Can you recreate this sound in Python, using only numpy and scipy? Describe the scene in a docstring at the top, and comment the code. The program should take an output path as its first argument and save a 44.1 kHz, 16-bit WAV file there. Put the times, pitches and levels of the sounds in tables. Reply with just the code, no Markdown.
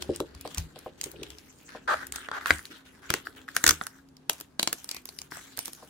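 """Clear sticky tape snaps, rips once and crinkles as hands work it onto thin card on a table.
Each time the tape lets go, the jolt cracks the film, pushes the card and rings the hollow roll.
Roll, card and fingers knock the table's modes; the roll scrapes by stick and slip; fingers rub.
Heard close up in a small room, over still air and the faint hum of a distant appliance."""
import sys
import numpy as np
from scipy import signal
from scipy.fft import rfft, irfft, next_fast_len
from scipy.io import wavfile
from scipy.ndimage import uniform_filter1d, map_coordinates

SR = 44100
rng = np.random.default_rng(int(sys.argv[2]) if len(sys.argv) > 2 else 0)


def bounce(signal):
    """Save signal as a 16-bit WAV file at the path given by the first command-line argument."""
    frames = np.transpose(np.atleast_2d(signal))
    limited = np.clip(frames, -1, 1)
    pcm = np.round(limited * 32767).astype(np.int16)
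    wavfile.write(sys.argv[1], SR, pcm)


N = 259911
SNAP_SAMPLES, LEAD_IN_S = 2048, 0.004

# tape lets go: (time [s], catches [count], card push [dB], roll ring [dB], film crack [dB],
# crack tilt [dB/oct], crease [Hz], left-right [dB])
TAPE_SNAPS = [(0.2025, 1, -31.5, -39, -33.5, 0, 3500, 5), (2.459, 1, -46, -22, -32, -1, 2800, -1),
              (2.5066, 2, -24, -10.5, -28, 0, 2850, -3), (3.103, 2, -26, -25, -22, 1.5, 3054, -1.5),
              (3.1393, 1, -27.5, -25, -22.5, 2.5, 2930, 0.5), (3.565, 2, -32, -21, -19.5, -0.5, 11000, 0),
              (3.6403, 1, -25, -18.5, -16.5, 5.5, 7250, 1), (3.6644, 5, -30, -17, -13, 1.5, 6200, -1),
              (3.6766, 5, -32.5, -24.5, -13.5, 1.5, 7530, -3.5), (3.6904, 5, -35, -15, -12, 1.5, 5490, 3),
              (3.7075, 3, -37.5, -24.5, -16.5, 2.5, 6080, -3.5),
              (4.2967, 1, -28, -32.5, -18.5, 0.5, 11960, -0.5),
              (4.5955, 1, -31, -32.5, -20, -4.5, 4120, -4), (4.6296, 1, -31.5, -52, -20, 1, 4056, -1.5),
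              (4.6748, 2, -28.5, -40, -20.5, -2.5, 7340, 1.5),
              (4.7284, 2, -35.5, -34.5, -23, 4.5, 11600, 0.5)]
# a crease flips: (time [s], catches [count], crack [dB], card push [dB], crease [Hz], left-right [dB])
FILM_CRINKLES = [(0.022, 4, -31, -43, 3440, 1), (0.149, 1, -47, -58, 5000, 0),
                 (0.161, 1, -34.5, -55, 8400, 2), (0.349, 2, -47.5, -52, 4840, 1),
                 (0.4111, 1, -39.5, -67, 12500, 0), (0.4755, 1, -41, -42, 4540, -3),
                 (0.5465, 1, -35, -65, 7750, 1), (0.574, 1, -38, -48, 5600, -4),
                 (0.581, 3, -27, -42, 6050, -3), (0.7896, 1, -45, -58, 10000, 1),
                 (1.013, 1, -28.5, -67, 6960, 0), (1.0335, 1, -42, -48, 7400, -8),
                 (1.0396, 3, -28, -54, 7000, -1), (1.116, 1, -43.5, -71, 13100, 3),
                 (1.231, 5, -36, -53, 3100, -1.5), (1.3037, 1, -41, -59, 3150, 1),
                 (1.385, 1, -44, -59, 5400, -2), (2.0688, 1, -38, -62, 11600, 1),
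                 (2.1227, 1, -30, -51, 7760, 1.5), (2.1597, 1, -31, -44, 7400, -2),
                 (2.6543, 1, -38.5, -67, 4020, -1), (3.837, 2, -41, -58, 5900, -1),
                 (3.868, 1, -33.5, -57, 9700, -5), (4.088, 1, -60.5, -73, 5000, -2),
                 (4.168, 2, -51, -73.5, 5220, -1), (4.331, 4, -37.5, -66, 10980, -1),
                 (4.401, 2, -40.5, -53.5, 12670, 3), (4.4099, 1, -36.5, -45.5, 12200, 1),
                 (4.844, 1, -37.5, -52, 9500, -5), (4.891, 1, -30.5, -51, 4750, -1.5),
                 (4.9127, 3, -28.5, -47.5, 4450, -1.5), (4.9465, 1, -37.5, -47, 12400, -3),
                 (4.9652, 4, -36.5, -45, 4270, -1), (5.0555, 1, -36.5, -50, 12470, -3.5),
                 (5.0898, 1, -38, -48.5, 4460, -0.5), (5.1883, 1, -35.5, -65, 4800, 8.5),
                 (5.2169, 1, -36, -51, 6400, -4), (5.3701, 1, -43.5, -43, 7730, 6),
                 (5.574, 1, -36, -58, 12680, -10.5), (5.5905, 1, -28, -40.5, 12600, -8),
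                 (5.657, 1, -33.5, -60, 10700, -11), (5.68, 1, -38.5, -41, 11900, -6),
                 (5.7325, 1, -37.5, -57, 10400, -3)]
# roll taps the card: (time [s], roll ring [dB], card push [dB])
ROLL_TAPS = [(2.014, -39, -61), (2.183, -38.5, -52), (2.2869, -33, -39.5), (2.3151, -29.5, -38),
             (2.4689, -29, -42.5), (2.5918, -38, -54), (3.27, -31, -45.5), (3.481, -40, -62),
             (3.4873, -34, -60.5), (3.8127, -28, -31.5), (3.868, -36, -55), (5.3206, -40, -39),
             (5.5802, -43, -42)]
# film crack: (frequency [Hz], density [dB])
CRACK_SPECTRUM = [(300, -34.5), (1000, -30.5), (2200, 2), (3500, 2), (5500, 2), (7000, 1), (9000, -1),
                  (11500, -4.5), (15500, -10), (17000, -24)]
# pushed card: (frequency [Hz], density [dB])
PUSH_SPECTRUM = [(30, -14.5), (130, -8.5), (350, -3.5), (750, -3.5), (1100, -2.5), (2000, -19),
                 (6000, -60.5)]
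# hollow of the roll: (centre [Hz], width [Hz], gain [dB])
ROLL_MODES = [(1054, 460, -2.5), (1390, 373, 11.5), (1833, 430, 1.5), (3150, 300, -14.5), (4970, 160, -16)]
# grip shifts the roll's modes: (time [s], pitch [ratio])
GRIP_PITCH = [(1.9, 0.98), (2.46, 1.01), (2.507, 1.18), (2.7, 1.4), (3.1, 1.12), (3.56, 1.07),
              (3.68, 1.136), (3.85, 1.05), (5.3, 1.22)]
# roll, card or finger hits the table: (time [s], relative level [dB], contact brightness [Hz])
TABLE_KNOCKS = [(0.0924, -22, 402), (0.2026, -26, 440), (0.452, -34, 790), (.476, -54, 400),
                (0.76, -45, 724), (.862, -35, 760), (1.06, -40.5, 350), (1.139, -48, 550),
                (1.192, -43, 280), (1.214, -39, 360), (1.75, -39, 890), (2.509, -38, 242),
                (2.703, -49, 285.3), (3.104, -37.5, 400), (3.141, -39, 380), (3.274, -51.5, 318),
                (3.667, -36.5, 370), (3.696, -34.5, 338), (5.826, -46.5, 940)]
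# hand bumps the table: (time [s], relative level [dB])
HAND_THUDS = [(.093, -48), (.346, -48), (.572, -31), (0.615, -43.5), (2.507, -36.5), (3.669, -36.5)]
# table top: (frequency [Hz], level [dB], t60 [s])
TABLE_MODES = [(151, -9, .3), (215, -10, .16), (300, -2, .14), (345, -3, .12), (385, -4, .11), (458, 0, .1),
               (530, -3, .08), (608, -3, .08), (760, -6, .05), (900, -7, .045), (1040, -7, .04),
               (1270, -10, .03)]
# slow bending of the table: (frequency [Hz], level [dB], t60 [s])
BENDING_MODES = [(45, -11, 0.12), (77.4, -1.5, 0.13), (93.6, -9, 0.14), (158, -13.5, 0.31)]
# roll judders over the card: (start [s], end [s], level [dB], slip rate [1/s])
ROLL_SCRAPES = [(1.875, 1.944, -24.5, 370), (2.016, 2.037, -45, 390), (2.323, 2.388, -36.5, 310),
                (2.478, 2.505, -44, 290)]
# card as a sounding board: (centre [Hz], width [Hz], gain [dB])
CARD_MODES = [(374, 70, -7), (597, 72, 6), (830, 89, 5)]
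# finger strokes: (start [s], end [s], on roll [dB], on card [dB], on film [dB])
FINGER_STROKES = [(0.0, 0, -60, -42.5, -49.5), (0.09, 0.18, -74, -54.5, -82), (0.35, 0.39, -77, -59, -72),
                  (0.45, 0.56, -73, -51.5, -57), (0.575, 0.6, -66, -44, -45.5),
                  (0.76, 0.87, -65, -56.5, -68), (0.98, 1.03, -77, -59, -64),
                  (1.04, 1.07, -80, -48.5, -48.5), (1.24, 1.35, -72, -56.5, -64),
                  (1.37, 1.66, -78, -63.5, -63.5), (1.691, 1.77, -51.5, -51.5, -68),
                  (1.902, 1.94, -47, -44, -50.5), (1.955, 2.04, -43, -55, -55),
                  (2.14, 2.18, -43.5, -50.5, -48), (2.208, 2.24, -46.5, -52, -59),
                  (2.339, 2.375, -42.5, -46.5, -60), (2.41, 2.47, -45.5, -53, -58),
                  (2.467, 2.55, -39, -43, -43), (2.58, 2.67, -65, -61, -54), (2.71, 2.773, -55, -57, -59),
                  (2.854, 3.0, -64.5, -63, -67), (3.025, 3.094, -53.5, -55.5, -62),
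                  (3.099, 3.17, -49.5, -42.5, -53), (3.254, 3.275, -51.5, -57, -52),
                  (3.367, 3.385, -52.5, -53.5, -58), (3.485, 3.51, -56, -51, -55),
                  (3.549, 3.63, -49.5, -53.5, -48.5), (3.824, 3.837, -49, -61.5, -47.5),
                  (3.9, 3.99, -61.5, -70, -65), (4.385, 4.41, -68, -62.5, -58.5),
                  (4.783, 4.98, -74, -58.5, -57), (5.075, 5.25, -67, -68.5, -57),
                  (5.314, 5.38, -50, -51, -48.5), (5.414, 5.53, -63, -54, -55.5),
                  (5.574, 5.605, -61, -46.5, -45.5), (5.652, 5.69, -70, -46.5, -47.5),
                  (5.718, 5.89, -67, -59.5, -58)]
# rubbed card: (frequency [Hz], density [dB])
CARD_RUB_SPECTRUM = [(150, -23), (450, -9), (800, -0.5), (1500, -2), (3200, 1.5), (5000, -6.5), (8000, -12),
                     (16000, -28)]
# rubbed film: (frequency [Hz], density [dB])
FILM_RUB_SPECTRUM = [(500, -31), (2500, -15.5), (4500, -9), (6500, -6), (10000, -8.5), (15500, -11),
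                     (16500, -27.5)]
# hands shift the card: (time [s], relative level [dB])
HAND_MOTION = [(0.0, -47), (0.3, -55.5), (0.9, -59), (1.21, -51), (1.5, -64), (2.0, -55), (2.85, -63.5),
               (3.3, -57), (4.0, -66), (4.7, -66.5), (5.4, -62), (5.89, -65)]
# shifting card: (frequency [Hz], density [dB])
RUMBLE_SPECTRUM = [(15, -20), (40, -12), (70, 0.5), (120, -13.5), (220, -9), (400, -5), (800, -25.5),
                   (2500, -66)]
# fingertip slides: (middle [s], 1/e half length [s], level [dB], centre [Hz])
FINGER_SWISHES = [(1.163, 0.0057, -51.5, 2700), (1.504, 0.012, -54, 6700), (1.67, 0.017, -52.5, 6930),
                  (2.746, 0.038, -57.5, 3960), (4.955, 0.033, -49, 2260)]
# room tail: (frequency [Hz], t60 [s])
TAIL_DECAY = [(100, 0.3), (400, 0.097), (1500, 0.23), (5000, 0.093), (15000, .2)]
# room tail: (frequency [Hz], gain [dB])
TAIL_GAIN = [(60, -10.5), (160, -8.5), (350, -6), (700, -10.5), (1600, -18), (4000, -11.5), (9000, -15),
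             (16000, -24.5)]
# distant appliance: (frequency [Hz], level [dB])
APPLIANCE_TONES = [(150.7, -68), (268, -62)]
# room air: (frequency [Hz], density [dB])
AIR_SPECTRUM = [(15, -34.5), (25, -14), (157, -10), (195, -4.5), (263, -7), (489, -18.5), (775, -17),
                (1070, -18), (1290, -19), (1440, -30), (1560, -26.5), (2160, -29), (10100, -36.5),
                (16000, -48)]
# likeness of the two microphone ports: (frequency [Hz], correlation [-1..1])
PORT_CORRELATION = [(100, 0.89), (600, 0.29), (1500, 0.27), (3200, 0.028), (5500, 0.11), (8000, 0.063),
                    (15000, -0.047)]


def snaps(card_t60_s=0.019, roll_t60_s=0.013, film_t60_s=0.011, catch_gap_s=0.001,
          pivot_hz=6000, crease_db=7, crease_oct=0.26):
    """Each jolt pushes the card, rings the roll and cracks the film at its crease's pitch."""
    out = np.zeros((2, N))
    for s, catches, push_db, ring_db, crack_db, tilt_db_per_oct, crease_hz, pan_db in jolts():
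        length_s = max(round(catches) - 1, 0) * catch_gap_s
        # a small snap flips one crease only, so it rings purer
        peak_db = crease_db + 0.094 * np.clip(-22 - crack_db, -10, 15)
        crease = lambda hz: peak_db * np.exp(-(np.log2((hz + 1) / crease_hz) / crease_oct) ** 2)
        tilt = lambda hz: tilt_db_per_oct * np.log2(np.maximum(hz, 2500) / pivot_hz)
        film = lambda hz: min_phase(along(CRACK_SPECTRUM, hz) + crease(hz) + tilt(hz))
        push = slip(length_s, card_t60_s, lambda hz: min_phase(along(PUSH_SPECTRUM, hz)), jolt=5.5)
        ring = slip(length_s, roll_t60_s, lambda hz: roll_hollow(hz, s), jolt=7.6)
        crack = port_lag(slip(length_s, film_t60_s, film, jolt=1.4))
        crack *= amp([[pan_db / 2], [-pan_db / 2]])
        add(out, s - LEAD_IN_S, amp(push_db) * push + amp(ring_db) * ring + amp(crack_db) * crack)
    return out


def jolts(crinkle_ring_db=-26, mid_crease_hz=6900, tick_db=-21, tick_db_per_oct=-6.5, tick_hz=3036):
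    """Snaps, crinkles and taps: one kind of jolt, shared differently by card, roll and film."""
    rows = list(TAPE_SNAPS)
    for s, catches, crack_db, push_db, hz, pan_db in FILM_CRINKLES:
        tilt = 2.3 + 2.3 * np.log2(hz / mid_crease_hz)  # tighter crease, brighter crack
        rows.append((s, catches, push_db, crack_db + crinkle_ring_db, crack_db, tilt, hz, pan_db))
    for s, ring_db, push_db in ROLL_TAPS:
        rows.append((s, 1, push_db, ring_db, ring_db + tick_db, tick_db_per_oct, tick_hz, 0))
    return rows


def slip(length_s, t60_s, response, jolt, rise_s=0.00018, lead_in_db=-23):
    """A faint, short rise of noise leads into a jolt, which crackles for length_s and dies away."""
    t = np.arange(SNAP_SAMPLES) / SR - LEAD_IN_S
    onset = np.exp(np.minimum(t, 0) / rise_s) + amp(lead_in_db) * np.clip(1 + t / LEAD_IN_S, 0, 1)
    decay = amp(-60 * np.maximum(t - length_s, 0) / t60_s)
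    force = rng.standard_normal((2, SNAP_SAMPLES)) * onset * decay
    force[0, round(LEAD_IN_S * SR)] += jolt
    return with_energy(stereo(filtered(force, response)), seconds=0.005)


def roll_hollow(hz, time_s, edge_hz=7000):
    """Response of the roll as gripped at that time; its soft wall gives off little treble."""
    pitch = np.interp(time_s, *np.transpose(GRIP_PITCH))
    return resonances(ROLL_MODES, hz / pitch) * lowpass(hz, edge_hz, damping=1.4)


def knocks(gain_db=-2, focus_db=9, max_bass_cut_db=14, contact_db=-5, edge_ratio=1.9):
    """Hard contacts wake the table's high modes, soft ones the low."""
    out = np.zeros((2, N))
    for s, db, contact_hz in TABLE_KNOCKS:
        modes = []
        for hz, mode_db, t60_s in TABLE_MODES:
            cut_db = focus_db * np.log2(hz / contact_hz) ** 2
            if hz < contact_hz:
                cut_db = min(cut_db, max_bass_cut_db)
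            modes.append((hz, mode_db - cut_db, t60_s))
        # one short push, rounded by the give of card and skin
        contact = ringing([(contact_hz, 0, 4 / contact_hz)])
        knock = unit(ringing(modes)) + amp(contact_db) * unit(contact)
        knock = filtered(knock, lambda hz: lowpass(hz, edge_ratio * contact_hz, damping=1.2))
        add(out, s, amp(db + gain_db) * with_energy(knock, seconds=0.016))
    return out


def thuds(gain_db=-2, edge_hz=200):
    """A hand bends the whole table top."""
    out = np.zeros((2, N))
    for s, db in HAND_THUDS:
        thud = filtered(ringing(BENDING_MODES), lambda hz: lowpass(hz, edge_hz, damping=2))
        add(out, s, amp(db + gain_db) * with_energy(thud, seconds=0.064))
    return out


def scrapes(jitter=0.21, spread_db=2, hiss=0.16, card_db=-9, rise_s=0.002):
    """Uneven stick and slip drives the roll; the card joins in as pressure grows."""
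    def radiate(drive, response):
        padded = np.pad(drive, ((0, 0), (0, SNAP_SAMPLES)))
        return with_energy(stereo(filtered(padded, response)), drive.shape[1] / SR)

    out = np.zeros((2, N))
    for start_s, end_s, db, slips_per_s in ROLL_SCRAPES:
        n = int((end_s - start_s) * SR)
        t = np.arange(n) / SR
        gaps = np.exp(jitter * rng.standard_normal(SNAP_SAMPLES)) * SR / slips_per_s
        slips = np.cumsum(gaps).astype(int)
        slips = slips[slips < n]
        force = hiss * rng.standard_normal((2, n))
        force[0, slips] += amp(spread_db * rng.standard_normal(len(slips)))
        force *= 1 - np.exp(-t / rise_s)
        pressure = 0.3 + t / t[-1]
        hollow = radiate(force, lambda hz: roll_hollow(hz, start_s))
        card = radiate(force * pressure, lambda hz: resonances(CARD_MODES, hz))
        add(out, start_s, amp(db) * (hollow + amp(card_db) * card))
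    return out


def rubbing(rumble_db=-1, unsteady_db=1.5):
    """Fingers slide with unsteady pressure; roll, card and film each rasp in their own band."""
    on_roll, on_card, on_film = rub_gains() * amp(unsteady_db * wobble(45))
    rumble = amp(rumble_db) * hand_gain() * shaped(rng.standard_normal((2, N)), RUMBLE_SPECTRUM)
    roll_force = friction(700, spread_db=4, hiss=0.7)
    hollow = unit(stereo(filtered(roll_force, lambda hz: roll_hollow(hz, time_s=3.3))))
    card = shaped(contact_drift(friction(400, spread_db=3.9, hiss=1.1)), CARD_RUB_SPECTRUM)
    film = shaped(contact_drift(friction(500, spread_db=3.2, hiss=1.0)), FILM_RUB_SPECTRUM)
    return rumble + on_roll * hollow + on_card * card + on_film * film


def rub_gains(attack_s=0.0128, swell_db=-2, release_db_per_s=261, settle_db_per_s=189,
              settle_db=(-38, -28.5, -27), resting_db=(-10.5, -8, -21)):
    """Gains on (roll, card, film): strokes, film settling after each jolt, resting fingers."""
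    power = np.zeros((3, N))
    t = np.arange(SR * 3 // 4) / SR
    attack = np.minimum(t / attack_s, 1) ** 2
    held_s = t - attack_s
    for start_s, end_s, *levels_db in FINGER_STROKES:
        length_s = max(end_s - start_s, attack_s / 2)
        pressure_db = swell_db * (np.clip(held_s / length_s, 0, 1) - 0.5)
        release_db = release_db_per_s * np.maximum(held_s - length_s, 0)
        stroke = attack * amp(pressure_db - release_db)
        add(power, start_s - attack_s, np.outer(amp(levels_db), stroke) ** 2)
    settling = np.outer(amp(settle_db), amp(-settle_db_per_s * t))
    for s, _, _, _, crack_db, *_ in jolts():
        add(power, s, (amp(crack_db) * settling) ** 2)
    resting = np.outer(amp(resting_db), hand_gain())
    return np.sqrt(power + resting ** 2)


def hand_gain():
    """Gain of the hands' slow movement."""
    return amp(np.interp(np.arange(N) / SR, *np.transpose(HAND_MOTION)))


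def friction(catches_per_s, spread_db, hiss):
    """Tiny catches of uneven size over an even hiss."""
    size = np.minimum(rng.exponential(size=N), 2.5)
    catches = (rng.random(N) < catches_per_s / SR) * amp(spread_db * size)
    return unit(catches * rng.standard_normal((2, N))) + hiss * rng.standard_normal((2, N))


def contact_drift(x, depth_db=4):
    """A rub's colour drifts as the point of contact moves."""
    spectra = signal.stft(x, nperseg=256)[2]
    colour = uniform_filter1d(rng.standard_normal(spectra.shape[1:]), size=8, axis=0)
    colour = uniform_filter1d(colour, size=20, axis=1)
    spectra *= amp(depth_db * unit(colour))
    return unit(signal.istft(spectra, nperseg=256)[1][:, :N])


def swishes(width_oct=0.28):
    """A fingertip slides: a narrow band of hiss swells and fades."""
    t = np.arange(SR // 4) / SR
    middle_s = t[SR // 8]
    out = np.zeros((2, N))
    for s, half_s, db, centre_hz in FINGER_SWISHES:
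        band = lambda hz: np.exp(-(np.log2((hz + 1) / centre_hz) / width_oct) ** 2)
        hiss = unit(stereo(filtered(rng.standard_normal((2, len(t))), band)))
        swell = np.exp(-((t - middle_s) / half_s) ** 2)
        add(out, s - middle_s, amp(db) * hiss * swell)
    return out


def room(x, wall_db=-21, wall_delay_s=0.0098, build_s=0.0027, drift_hz=1):
    """A near wall's echo and a tail; two tails crossfade for the movement of the hands."""
    hz, t, noise = signal.stft(rng.standard_normal((2, 2, SR // 3)), SR, nperseg=256)
    decay = amp(-60 * t / along(TAIL_DECAY, hz)[:, None]) * (1 - np.exp(-t / build_s))
    energy = np.sum(decay ** 2, axis=1, keepdims=True) * t[1] * SR
    decay *= amp(along(TAIL_GAIN, hz))[:, None] / np.sqrt(energy)
    tails = signal.istft(noise * decay, SR, nperseg=256)[1]
    first, second = (signal.fftconvolve(x, tail, axes=1)[:, :N] for tail in tails)
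    angle = 2 * np.pi * drift_hz * np.arange(N) / SR
    wet = np.cos(angle) * first + np.sin(angle) * second
    return stereo(wet) + amp(wall_db) * delayed(x[::-1], wall_delay_s)


def background(air_db=-63, waver_db=3.1, waver_rad=2.4):
    """A distant appliance's wavering hum and still room air."""
    t = np.arange(N) / SR
    hum = sum(amp(db + waver_db * wobble(5)) * np.sin(2 * np.pi * hz * t + waver_rad * wobble(12))
              for hz, db in APPLIANCE_TONES)
    return hum + amp(air_db) * shaped(rng.standard_normal((2, N)), AIR_SPECTRUM)


def stereo(pair):
    """Two unrelated signals to left and right: alike in the bass, apart in the treble."""
    angle = lambda hz: np.arccos(along(PORT_CORRELATION, hz)) / 2
    mid, side = filtered(pair, lambda hz: np.array([np.cos(angle(hz)), np.sin(angle(hz))]))
    return np.array([mid + side, mid - side])


def port_lag(pair, lag_s=0.000066, direct=0.37):
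    """Direct sound reaches the left port before the right."""
    left, right = pair
    return np.array([left, direct * delayed(left, lag_s) + np.sqrt(1 - direct ** 2) * right])


def shaped(pair, spectrum):
    """Stereo sound of rms 1, coloured by the spectrum."""
    return unit(stereo(filtered(pair, lambda hz: amp(along(spectrum, hz)))))


def ringing(modes, length_s=0.3, spread_db=0.5):
    """Damped modes, struck at slightly new strengths each time."""
    t = np.arange(int(length_s * SR)) / SR
    return sum((-1) ** k * amp(db + rng.normal(0, spread_db) - 60 * t / t60_s)
               * np.sin(2 * np.pi * hz * t) for k, (hz, db, t60_s) in enumerate(modes))


def resonances(modes, hz):
    """Complex response of band-pass modes of alternating sign."""
    return sum((-1) ** k * amp(db) * 1j * hz * width / (centre ** 2 - hz ** 2 + 1j * hz * width)
               for k, (centre, width, db) in enumerate(modes))


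def lowpass(hz, edge_hz, damping):
    """Two-pole low-pass response."""
    return 1 / (1 + 1j * damping * hz / edge_hz - (hz / edge_hz) ** 2)


def min_phase(db):
    """Minimum-phase response with this gain."""
    cepstrum = irfft(np.log(amp(db)))
    half = len(cepstrum) // 2
    cepstrum[1:half] *= 2
    cepstrum[half + 1:] = 0
    return np.exp(rfft(cepstrum))


def filtered(x, response):
    """Apply a complex response of frequency."""
    size = 2 * next_fast_len(x.shape[-1] // 2 + SNAP_SAMPLES)
    hz = np.fft.rfftfreq(size, 1 / SR)
    return irfft(rfft(x, size) * response(hz), size)[..., :x.shape[-1]]


def delayed(x, delay_s):
    """Fractional delay."""
    return filtered(x, lambda hz: np.exp(-2j * np.pi * hz * delay_s))


def along(points, hz):
    """Interpolate (frequency [Hz], value) on a log axis."""
    knots_hz, values = np.transpose(points)
    return np.interp(np.log(hz + 1), np.log(knots_hz + 1), values)


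def wobble(knots_per_s):
    """Smooth random curve."""
    knots = rng.standard_normal(int(N * knots_per_s / SR) + 4)
    return map_coordinates(knots, [np.arange(N) * knots_per_s / SR])


def add(track, start_s, x):
    """Mix x into the track."""
    part = track[:, max(round(start_s * SR), 0):][:, :x.shape[-1]]
    part += x[..., :part.shape[1]]


def amp(db):
    """Decibels to gain."""
    return 10 ** (np.asarray(db) / 20)


def unit(x):
    """Scale to rms 1."""
    return x / np.sqrt(np.mean(x ** 2) + 1e-20)


def with_energy(x, seconds):
    """Scale to the energy of rms 1 held that long."""
    return unit(x) * np.sqrt(seconds * SR / x.shape[-1])


def scene(pan_db=0.77):
    """The work on the table, slightly left, in its room."""
    work = snaps() + knocks() + thuds() + scrapes() + rubbing() + swishes()
    work *= amp([[pan_db], [-pan_db]])
    return work + room(work) + background()


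def record(dry, low_hz=38, top_hz=16500):
    """Microphone: deep bass cut, clipping at full scale, steep band limit."""
    heard = filtered(dry, lambda hz: -hz ** 2 / (low_hz ** 2 - hz ** 2 + 1.2j * hz * low_hz))
    return filtered(np.clip(heard, -1, 1), lambda hz: 1 / np.sqrt(1 + (hz / top_hz) ** 260))


dry = scene()
out = record(dry)
bounce(out)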